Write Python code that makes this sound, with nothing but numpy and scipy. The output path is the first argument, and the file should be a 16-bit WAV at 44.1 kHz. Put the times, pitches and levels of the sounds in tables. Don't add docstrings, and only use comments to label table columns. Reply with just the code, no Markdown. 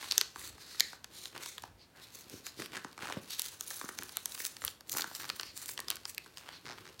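import sys
import numpy as np
from scipy import signal
from scipy.fft import rfft, irfft, next_fast_len
from scipy.io import wavfile
from scipy.ndimage import uniform_filter1d

SR = 44100
rng = np.random.default_rng(int(sys.argv[2]) if len(sys.argv) > 2 else 0)


def dump_mix(stems):
    frames = np.atleast_2d(stems).T
    limited = np.clip(frames, -1, 1)
    pcm = np.round(limited * 32767).astype(np.int16)
    wavfile.write(sys.argv[1], SR, pcm)


N = 308700
TIME = np.arange(N) / SR
LEAD_SAMPLES = 256

# start_s, shell level_db, treble_db and board_db relative to the shell, pitch_hz
SNAPS = [(0.1118, -20.5, -20, -31, 4220), (0.1214, -20.5, -13, -15, 4500), (0.1797, -13.5, -4, -13.5, 6020),
         (0.2122, -18, -8.5, -7.5, 4320), (0.798, -21, -6, -18, 5000), (0.8054, -13, -9, -17.5, 4010),
         (1.2562, -34, -17, -7.5, 3860), (1.5809, -36, -8.5, -2.5, 3360), (2.4666, -35.5, -3, -1, 7000),
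         (3.3952, -29.5, 6, -11, 3840), (3.609, -29, -3, -10, 6800), (3.9876, -31.0, -6, 0.5, 6250),
         (4.17, -28.5, 5, -5, 4000), (4.2574, -29.5, 6, -10.5, 6400), (4.321, -38, -3.5, -31, 3960),
         (4.4513, -29, -2, -9, 3950), (4.6495, -33.5, 12, -3.5, 7000), (4.679, -26.5, -15, -9, 3330),
         (4.9707, -31, 5, -7, 5870), (5.0088, -29, -2, -24, 4230), (5.0204, -26, -10, -11, 4340),
         (5.1503, -31, -6, -15, 5500), (5.3, -27, -10, -1, 4200), (5.3972, -29, -20, -3, 4240),
         (5.432, -32.5, -14, -4, 4370), (5.691, -34, -4, -2, 4280), (5.7768, -31, -15, -5, 3100),
         (5.8832, -29, -11, -8, 5200), (5.9029, -24.5, 2, -15, 3150), (5.912, -29.5, -24, -9, 4650),
         (6.0538, -29, -18, -5.5, 4800), (6.18, -29, -3, -12, 2550), (6.3725, -37.5, -7, -5, 3140),
         (6.9942, -39, -21, -7, 4870)]
# start_s, shell level_db
TICKS = [(1.0438, -37.5), (1.378, -39), (1.4347, -40), (1.4601, -34.5), (2.601, -38), (2.6596, -37.5),
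         (2.929, -47.5), (3.783, -45), (4.093, -39.5), (4.351, -38), (4.377, -40), (4.567, -39),
         (4.808, -43.5), (5.292, -34.5), (5.411, -35.5), (5.968, -40), (6.382, -42.5)]
POP_S, POP_DB, DOME_HZ = .8057, -22, (1710, 2300)
# start_s, level_db
FIBRE_SNAPS = [(1.6226, -43), (2.298, -41), (3.419, -25), (4.0342, -34), (4.4616, -30.5), (4.8958, -30),
               (4.9295, -30), (5.576, -33), (5.6589, -35), (5.8028, -30.5), (5.957, -35.5), (6.1474, -39)]
# start_s, level_db, pitch_hz
CRACKS = [(0.027, -34.5, 1550), (0.3593, -33.5, 1030), (0.4145, -42, 1600), (0.58, -45.5, 1220),
          (0.746, -42.5, 1500), (0.931, -37, 1070), (1.3486, -43.5, 1200), (1.362, -35.5, 990),
          (1.39, -50, 1150), (1.637, -32.5, 900), (2.597, -35.5, 1640), (2.6199, -32.5, 1770),
          (2.72, -43.5, 2280), (2.756, -33.5, 1800), (2.7681, -31, 1900), (2.774, -32, 1480),
          (2.8464, -31, 1190), (2.978, -36, 1320), (2.99, -39, 1100), (3.023, -33.5, 1400),
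          (3.032, -37, 920), (3.055, -34, 1060), (3.0711, -33.5, 1550), (3.0874, -34, 1050),
          (3.099, -30.5, 1000), (3.107, -34, 774), (3.1235, -30.5, 2020), (3.7085, -34.5, 1290),
          (3.813, -30, 1330), (3.841, -40, 1090), (3.857, -41, 1050), (3.8896, -30.5, 1470),
          (4.023, -34, 1430), (4.4025, -32, 1840), (4.619, -36.5, 1400), (4.6394, -33.5, 1370),
          (4.937, -39, 1020), (4.949, -34, 1100), (4.9656, -31, 1010), (4.983, -32, 1640),
          (4.995, -29, 1410), (5.042, -28, 1240), (5.113, -39, 900), (5.7908, -29.5, 1470),
          (6.261, -43, 1400)]
# start_s, level_db
KNOCKS = [(2.598, -38), (2.767, -43), (2.848, -35.5), (3.168, -25.5), (3.84, -34.5), (3.89, -44.5)]
# start_s, end_s, typical slips_per_s, typical level_db of the board
CREAKS = [(5.198, 5.259, 91, -40), (6.655, 6.739, 127, -41), (6.854, 6.897, 84, -44.5)]

# start_s, end_s, level_db, torn_share (power from tearing fibre, 0-1)
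STROKES = [(0, 0.212, -52, 0.14), (0.359, 0.508, -54.5, 0.6), (0.584, 0.956, -56, 0.08),
           (1.128, 1.3, -53, 0.27), (1.41, 1.562, -53.5, 0.27), (2.017, 2.053, -55, 0),
           (2.123, 2.227, -56, 0.75), (2.294, 2.406, -57, 0.16), (2.447, 2.5, -49.5, 0),
           (2.572, 2.67, -53, 0), (3.293, 3.366, -48, 0.09), (3.377, 3.505, -48, 0.48),
           (3.601, 3.851, -51, 0.91), (4.323, 4.493, -48.5, 0.8), (4.599, 4.718, -52.5, 0.63),
           (4.885, 5.026, -41, 0.81), (5.058, 5.315, -56.5, 0.67), (5.542, 5.67, -51, 0.65),
           (5.683, 5.728, -41.5, 0.85), (6.068, 6.114, -53.5, 0.74), (6.362, 6.405, -57, 0.54)]
# start_s, end_s
PEELS = [(3.201, 4.6), (5.2, 5.5)]
PEEL_DB, PEEL_TORN = -59.5, 0.86
# start_s, end_s, crackle_db, rumble_db
FLEXES = [(0, 0.155, -57, -78), (1.329, 1.45, -59, -62), (2.315, 2.356, -61, -50.5),
          (2.593, 2.643, -50.5, -48), (2.717, 2.795, -53.5, -51.5), (3.003, 3.193, -54.5, -53),
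          (3.988, 4.027, -63, -52), (4.926, 5.066, -56, -56.5), (5.193, 5.329, -60.5, -56.5),
          (5.9, 5.968, -54, -65), (6.397, 6.57, -62, -80), (6.655, 6.737, -67, -51.5),
          (6.77, 6.91, -65, -59.5)]
# start_s, end_s, voice level_db, centre pitch_hz
RUBS = [(1.785, 1.858, -64, 4510), (1.943, 2.026, -64.5, 1490), (4.12, 4.223, -59, 3860),
        (5.435, 5.518, -53.5, 4660), (6.513, 6.587, -55.5, 4410)]
# start_s, end_s, level_db
LEANS = [(0.355, .56, -58.5), (1.616, 1.79, -60), (4.64, 4.677, -54.5)]
# start_s, end_s
PAUSES = [(.97, 1.11), (1.68, 1.96), (4.76, 4.87)]

DRAG_DB, USUAL_DB, DRAG_DB_PER_DB = -65.5, -50.5, 0.24
FINE_HZ, FINE_DB_PER_SHARE = 13000, 14
# edges of their bands, edge_hz
FIBRE_EDGES_HZ = [5000, 7000, 9000, 11500, 14000, 17000]
# pitch_hz at time FLAP_S, gain_db next to the direct sound
FLAP = [(5330, -2), (6300, -5), (8000, -7), (10100, 0)]
FLAP_S, FLAP_SINK_PER_S, FLAP_WIDTH = 3.9, .062, 0.018
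# pitch_hz, width_hz, gain_db next to the direct sound
HOLLOW = [(1560, 400, 2.5), (4270, 5170, 3)]

# frequency_hz, relative_db
SLIDE_COLOUR = [(900, -16), (2000, 1), (3000, -0.5), (4300, 8.5), (6200, 1), (8000, 0.5), (13500, 1.5),
                (15500, -3.5)]
TEAR_COLOUR = [(3000, -61), (6000, 4.5), (8000, 5), (10000, 1.5), (13500, 2), (15500, 5)]
BOARD_COLOUR = [(150, -13), (350, -4), (600, -7.5), (1000, -3.5), (1600, -10), (2600, -7.5), (6000, -14.5),
                (16000, -13.5)]
GRIP_COLOUR = [(30, -44.5), (80, -3), (120, 3.5), (210, -2), (330, 3.5), (520, -4), (1200, -55)]
LEAN_COLOUR = [(25, -33), (65, -3), (110, -11.5), (300, -29.5), (1200, -84)]
AIR_COLOUR = [(20, -62), (45, -16), (65, -8), (110, -10.5), (320, -15.5), (700, -19), (4500, -32),
              (16000, -37.5)]
AIR_DB = -64.5
TOP_HZ = 16100


def snaps():
    out = np.zeros(N)
    for s, db, treble_db, board_db, hz in SNAPS:
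        add(out, s - LEAD_SAMPLES / SR, undb(db) * snap(board_db, treble_db, hz))
    return out


def snap(board_db, treble_db, hz, ping_db=0, ping_t60=0.006, thud_db=-14,
         lead_db=-15, lead_s=0.00016, give_db=-20, give_s=.004, size=LEAD_SAMPLES):
    burst = band(release(t60=0.0096, scatter=0.99), 3210, 6500)
    shell = unit(bend(burst, lag_s=0.000362))
    t = TIME[:len(shell)]
    ping = np.sin(2 * np.pi * hz * t) * undb(-60 * t / ping_t60)
    ping = band(ping, hz / 1.5, hz * 1.5)
    shell = unit(shell + undb(ping_db) * unit(ping))
    crack = unit(band(release(t60=0.0044, scatter=14.0), 6460, 14200, order=3))
    wave = bend(release(t60=0.026, scatter=0.78), lag_s=0.00102)
    board = unit(band(wave, 797, 2610)) + undb(thud_db) * unit(band(wave, 393, 610))
    lead = rng.standard_normal(size) * np.exp(-TIME[:size][::-1] / lead_s)
    lead *= undb(lead_db) / np.linalg.norm(lead)
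    lead[-min(int(give_s * SR), size)] += undb(give_db)
    lead[-1] = 1
    late_crack = np.pad(crack, (size - 1, 0))
    return signal.fftconvolve(shell + undb(board_db) * board, lead) + undb(treble_db) * late_crack


def ticks(board_db=-4, treble_db=-5, pitch_hz=4500):
    out = np.zeros(N)
    for s, db in TICKS:
        add(out, s - LEAD_SAMPLES / SR, undb(db) * snap(board_db, treble_db, pitch_hz))
    return out


def pop():
    out = np.zeros(N)
    ring = band(release(t60=0.19, scatter=0.26, size=8192), *DOME_HZ, order=3)
    add(out, POP_S, undb(POP_DB) * unit(ring))
    return out


def friction():
    breaks = grains(rate=700, spread_db=7)
    crinkles = bend(grains(rate=170, spread_db=2.8), lag_s=.001)
    fits = undb(3 * walk(110) + 1.3 * walk(25))
    hiss, fizz, rasp = rng.standard_normal((3, N))
    pings = fibres()
    bending = sum(undb(db) * swell(TIME, a, b) for a, b, db, _ in FLEXES)
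    dull = band(crinkles, 300, 3500, order=1)
    out = bending * fits * colour(rasp + 1.9 * dull, BOARD_COLOUR)
    peels = [(a, b, PEEL_DB, PEEL_TORN) for a, b in PEELS]
    for start, end, db, torn in STROKES + peels:
        first = max(int((start - .06) * SR), 0)
        length = next_fast_len(int((end - start + .14) * SR), True)
        t = first / SR + TIME[:length]
        span = (first + np.arange(len(t))) % N

        torn = np.clip(torn, .002, .98)
        slide_db, tear_db = db + 10 * np.log10([1 - torn, torn])
        board_db = DRAG_DB + DRAG_DB_PER_DB * (db - USUAL_DB)
        tearing = 1.6 / (1 + np.exp(-(tear_db + 56) / 4))
        strain = .2 * tearing * crinkles[span]

        sliding = hiss[span] + tearing * breaks[span] + strain
        slide = undb(slide_db - 1.5) * colour(sliding, SLIDE_COLOUR)

        finer_db = FINE_DB_PER_SHARE * (torn - .5)
        fibre_colour = [(hz, level + finer_db * min(hz / FINE_HZ, 1) ** 4) for hz, level in TEAR_COLOUR]
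        parting = fizz[span] + tearing * (breaks[span] + pings[span]) + strain
        tear = undb(tear_db) * flap(colour(parting, fibre_colour), (start + end) / 2)

        board = undb(board_db) * colour(rasp[span[::-1]] + 2 * strain, BOARD_COLOUR)

        unsteady = fits[span] ** (.5 + torn)
        stroke = (slide + tear + board) * unsteady * swell(t, start, end) * arch(t, start, end)
        sheet = release(t60=.006, scatter=.4, size=512)
        add(out, first / SR, signal.fftconvolve(stroke, sheet / np.linalg.norm(sheet)))
    return out


def fibres(rate=260, spread_db=5.5, flutter_db=3, flutter_rate=70):
    x = np.zeros(N)
    for low, high in zip(FIBRE_EDGES_HZ, FIBRE_EDGES_HZ[1:]):
        x += band(grains(rate, spread_db), low, high) * undb(flutter_db * walk(flutter_rate))
    return x / np.std(x)


def flap(x, s):
    shift = np.exp(-FLAP_SINK_PER_S * max(s - FLAP_S, -.5))
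    y = x.copy()
    for hz, db in FLAP:
        pitch = hz * shift
        y += undb(db) * band(x, pitch * (1 - FLAP_WIDTH), pitch * (1 + FLAP_WIDTH), order=1)
    return y / np.std(y)


def fibre_snaps():
    out = np.zeros(N)
    for s, db in FIBRE_SNAPS:
        add(out, s, undb(db) * unit(band(release(t60=0.013, scatter=0.53), 3100, 14000)))
    return out


def cracks(spread=1.41, thud_db=-11, edge_db=-7, edge_hz=1400):
    out = np.zeros(N)
    for s, db, hz in CRACKS:
        wave = bend(release(t60=0.013, scatter=1.0), lag_s=0.00104)
        body = unit(band(wave, hz / spread, hz * spread))
        thud = unit(band(wave, 257, 510))
        edge = unit(band(bend(release(t60=0.017, scatter=1), lag_s=0.000428), 3500, 8650))
        edge_gain = undb(edge_db) * hz / edge_hz
        add(out, s, undb(db) * unit(body + undb(thud_db) * thud + edge_gain * edge))
    return out


def knocks():
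    out = np.zeros(N)
    for s, db in KNOCKS:
        wave = bend(release(t60=0.032, scatter=1.0, size=4096), lag_s=0.00147)
        add(out, s, undb(db) * unit(band(wave, 135, 430)))
    return out


def creaks(board_hz=1350, shell_hz=4400, shell_db=-2):
    pulses = np.zeros(N)
    for start, end, rate, db in CREAKS:
        s = start
        for gap, strength, pitch in rng.standard_normal((16, 3)):
            hz = board_hz * np.exp(.15 * pitch)
            slip = release(t60=.014, scatter=.7)
            if s < end:
                board = unit(band(slip, hz / 1.5, hz * 1.5))
                shell = unit(band(slip, shell_hz / 1.3, shell_hz * 1.3))
                add(pulses, s, undb(db + 1.5 * strength) * (board + undb(shell_db) * shell))
            s += np.exp(.14 * gap) / rate
    return bend(pulses, lag_s=0.00106)


def rubs(width_hz=400, glide=-0.058, waver=0.013, skirt_db=-3):
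    out = np.zeros(N)
    drift = 1 + waver * walk(25)
    hiss = rng.standard_normal(N)
    flutter = band(rng.standard_normal(N), 5, width_hz / 2, order=1)
    for start, end, db, hz in RUBS:
        along = np.clip((TIME - start) / (end - start), 0, 1) - .5
        pitch = hz * drift * (1 + glide * along)
        voice = flutter * np.sin(2 * np.pi * np.cumsum(pitch) / SR)
        skirt = band(hiss, hz * .4, hz * 1.15, order=3)
        rub = voice / np.std(voice) + undb(skirt_db) * skirt / np.std(skirt)
        out += undb(db) * swell(TIME, start, end) * arch(TIME, start, end) * rub
    return out


def handling(rustle_db=-70, board_db=-69, pad_db=-69):
    still = sum(swell(TIME, a, b) for a, b in PAUSES)
    restless = undb(2.2 * walk(14)) * (1 - .85 * still)
    catches = grains(rate=400, spread_db=8)
    rustle = undb(rustle_db) * colour(rng.standard_normal(N) + 2 * catches, SLIDE_COLOUR)
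    crinkles = bend(grains(rate=40, spread_db=3), lag_s=.001)
    board = undb(board_db) * colour(rng.standard_normal(N) + 0.5 * crinkles, BOARD_COLOUR)
    grip = undb(pad_db) * restless + sum(undb(db) * swell(TIME, a, b) for a, b, _, db in FLEXES)
    card = colour(rng.standard_normal(N) + 1.4 * grains(rate=140, spread_db=7.5), GRIP_COLOUR)
    lean = sum(undb(db) * swell(TIME, a, b) for a, b, db in LEANS)
    weight = colour(rng.standard_normal(N), LEAN_COLOUR)
    return restless * (rustle + board) + grip * card + lean * weight


def hollow(x, direct_db=-2):
    y = x.copy()
    for hz, width, db in HOLLOW:
        y += undb(db) * band(x, hz - width / 2, hz + width / 2, order=1)
    return undb(direct_db) * y


def room(x, t60=0.35, wet_db=-13.0, gap_s=.008, dull_hz=7000):
    t = TIME[:SR // 2]
    tail = rng.standard_normal(len(t)) * undb(-60 * t / t60) * (t > gap_s)
    tail = band(tail, 99, dull_hz, order=1)
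    return undb(wet_db) * signal.fftconvolve(x, tail / np.linalg.norm(tail))[:N]


def house():
    return undb(AIR_DB) * colour(rng.standard_normal(N), AIR_COLOUR)


def release(t60, scatter, size=2048):
    echoes = rng.standard_normal(size) * undb(-60 * np.arange(size) / SR / t60)
    x = scatter * echoes / np.linalg.norm(echoes)
    x[0] += 1
    return x


def bend(x, lag_s):
    f = np.fft.rfftfreq(2 * len(x), 1 / SR)
    delay = np.exp(-4j * np.pi * lag_s * np.sqrt(1000 * f))
    return irfft(rfft(x, 2 * len(x)) * delay)[:len(x)]


def grains(rate, spread_db):
    happens = rng.random(N) < rate / SR
    strength = rng.exponential(size=N)
    sign = rng.choice([-1, 1], N)
    x = happens * sign * undb(spread_db * np.minimum(strength, 3))
    return x / np.std(x)


def walk(rate):
    k = max(int(SR / rate), 2)
    steps = np.repeat(rng.standard_normal(N // k + 1), k)[:N]
    y = uniform_filter1d(steps, k)
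    return y / np.std(y)


def swell(t, start, end):
    rise_s, fall_s = .007, .009
    rise = 1 + np.tanh((t - start) / (2 * rise_s))
    fall = 1 + np.tanh((end - t) / (2 * fall_s))
    return rise * fall / 4


def arch(t, start, end, sag_db=5):
    along = np.clip(2 * (t - start) / (end - start) - 1, -1, 1)
    return undb(sag_db * (1 / 3 - along ** 2))


def colour(x, points):
    hz, db = np.transpose(points)
    f = np.maximum(np.fft.rfftfreq(len(x), 1 / SR), 1)
    gain = undb(np.interp(np.log(f), np.log(hz), db))
    y = irfft(rfft(x) * gain, len(x))
    return y / np.std(y)


def band(x, low_hz, high_hz, order=2):
    edges = [low_hz, min(high_hz, SR / 2 - 1)]
    return signal.sosfilt(signal.butter(order, edges, "band", fs=SR, output="sos"), x)


def undb(db):
    return 10 ** (np.asarray(db) / 20)


def unit(x):
    return x * np.sqrt(SR / 1000 / np.sum(x ** 2))


def add(out, s, x):
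    i = int(np.clip(round(s * SR), 0, N - 1))
    out[i:i + len(x)] += x[:N - i]


def scene(spill_db=-5):
    shell = snaps() + fibre_snaps() + ticks()
    rubbing = hollow(friction() + handling())
    card = cracks() + pop() + knocks() + creaks() + rubs() + rubbing
    return (shell + card + room(card + undb(spill_db) * shell) + house())[None]


def record(dry, bass_hz=45):
    sound = signal.sosfilt(signal.butter(3, bass_hz, "high", fs=SR, output="sos"), dry)
    return signal.sosfilt(signal.ellip(10, .2, 70, TOP_HZ, fs=SR, output="sos"), sound)


dry = scene()
out = record(dry)
dump_mix(out)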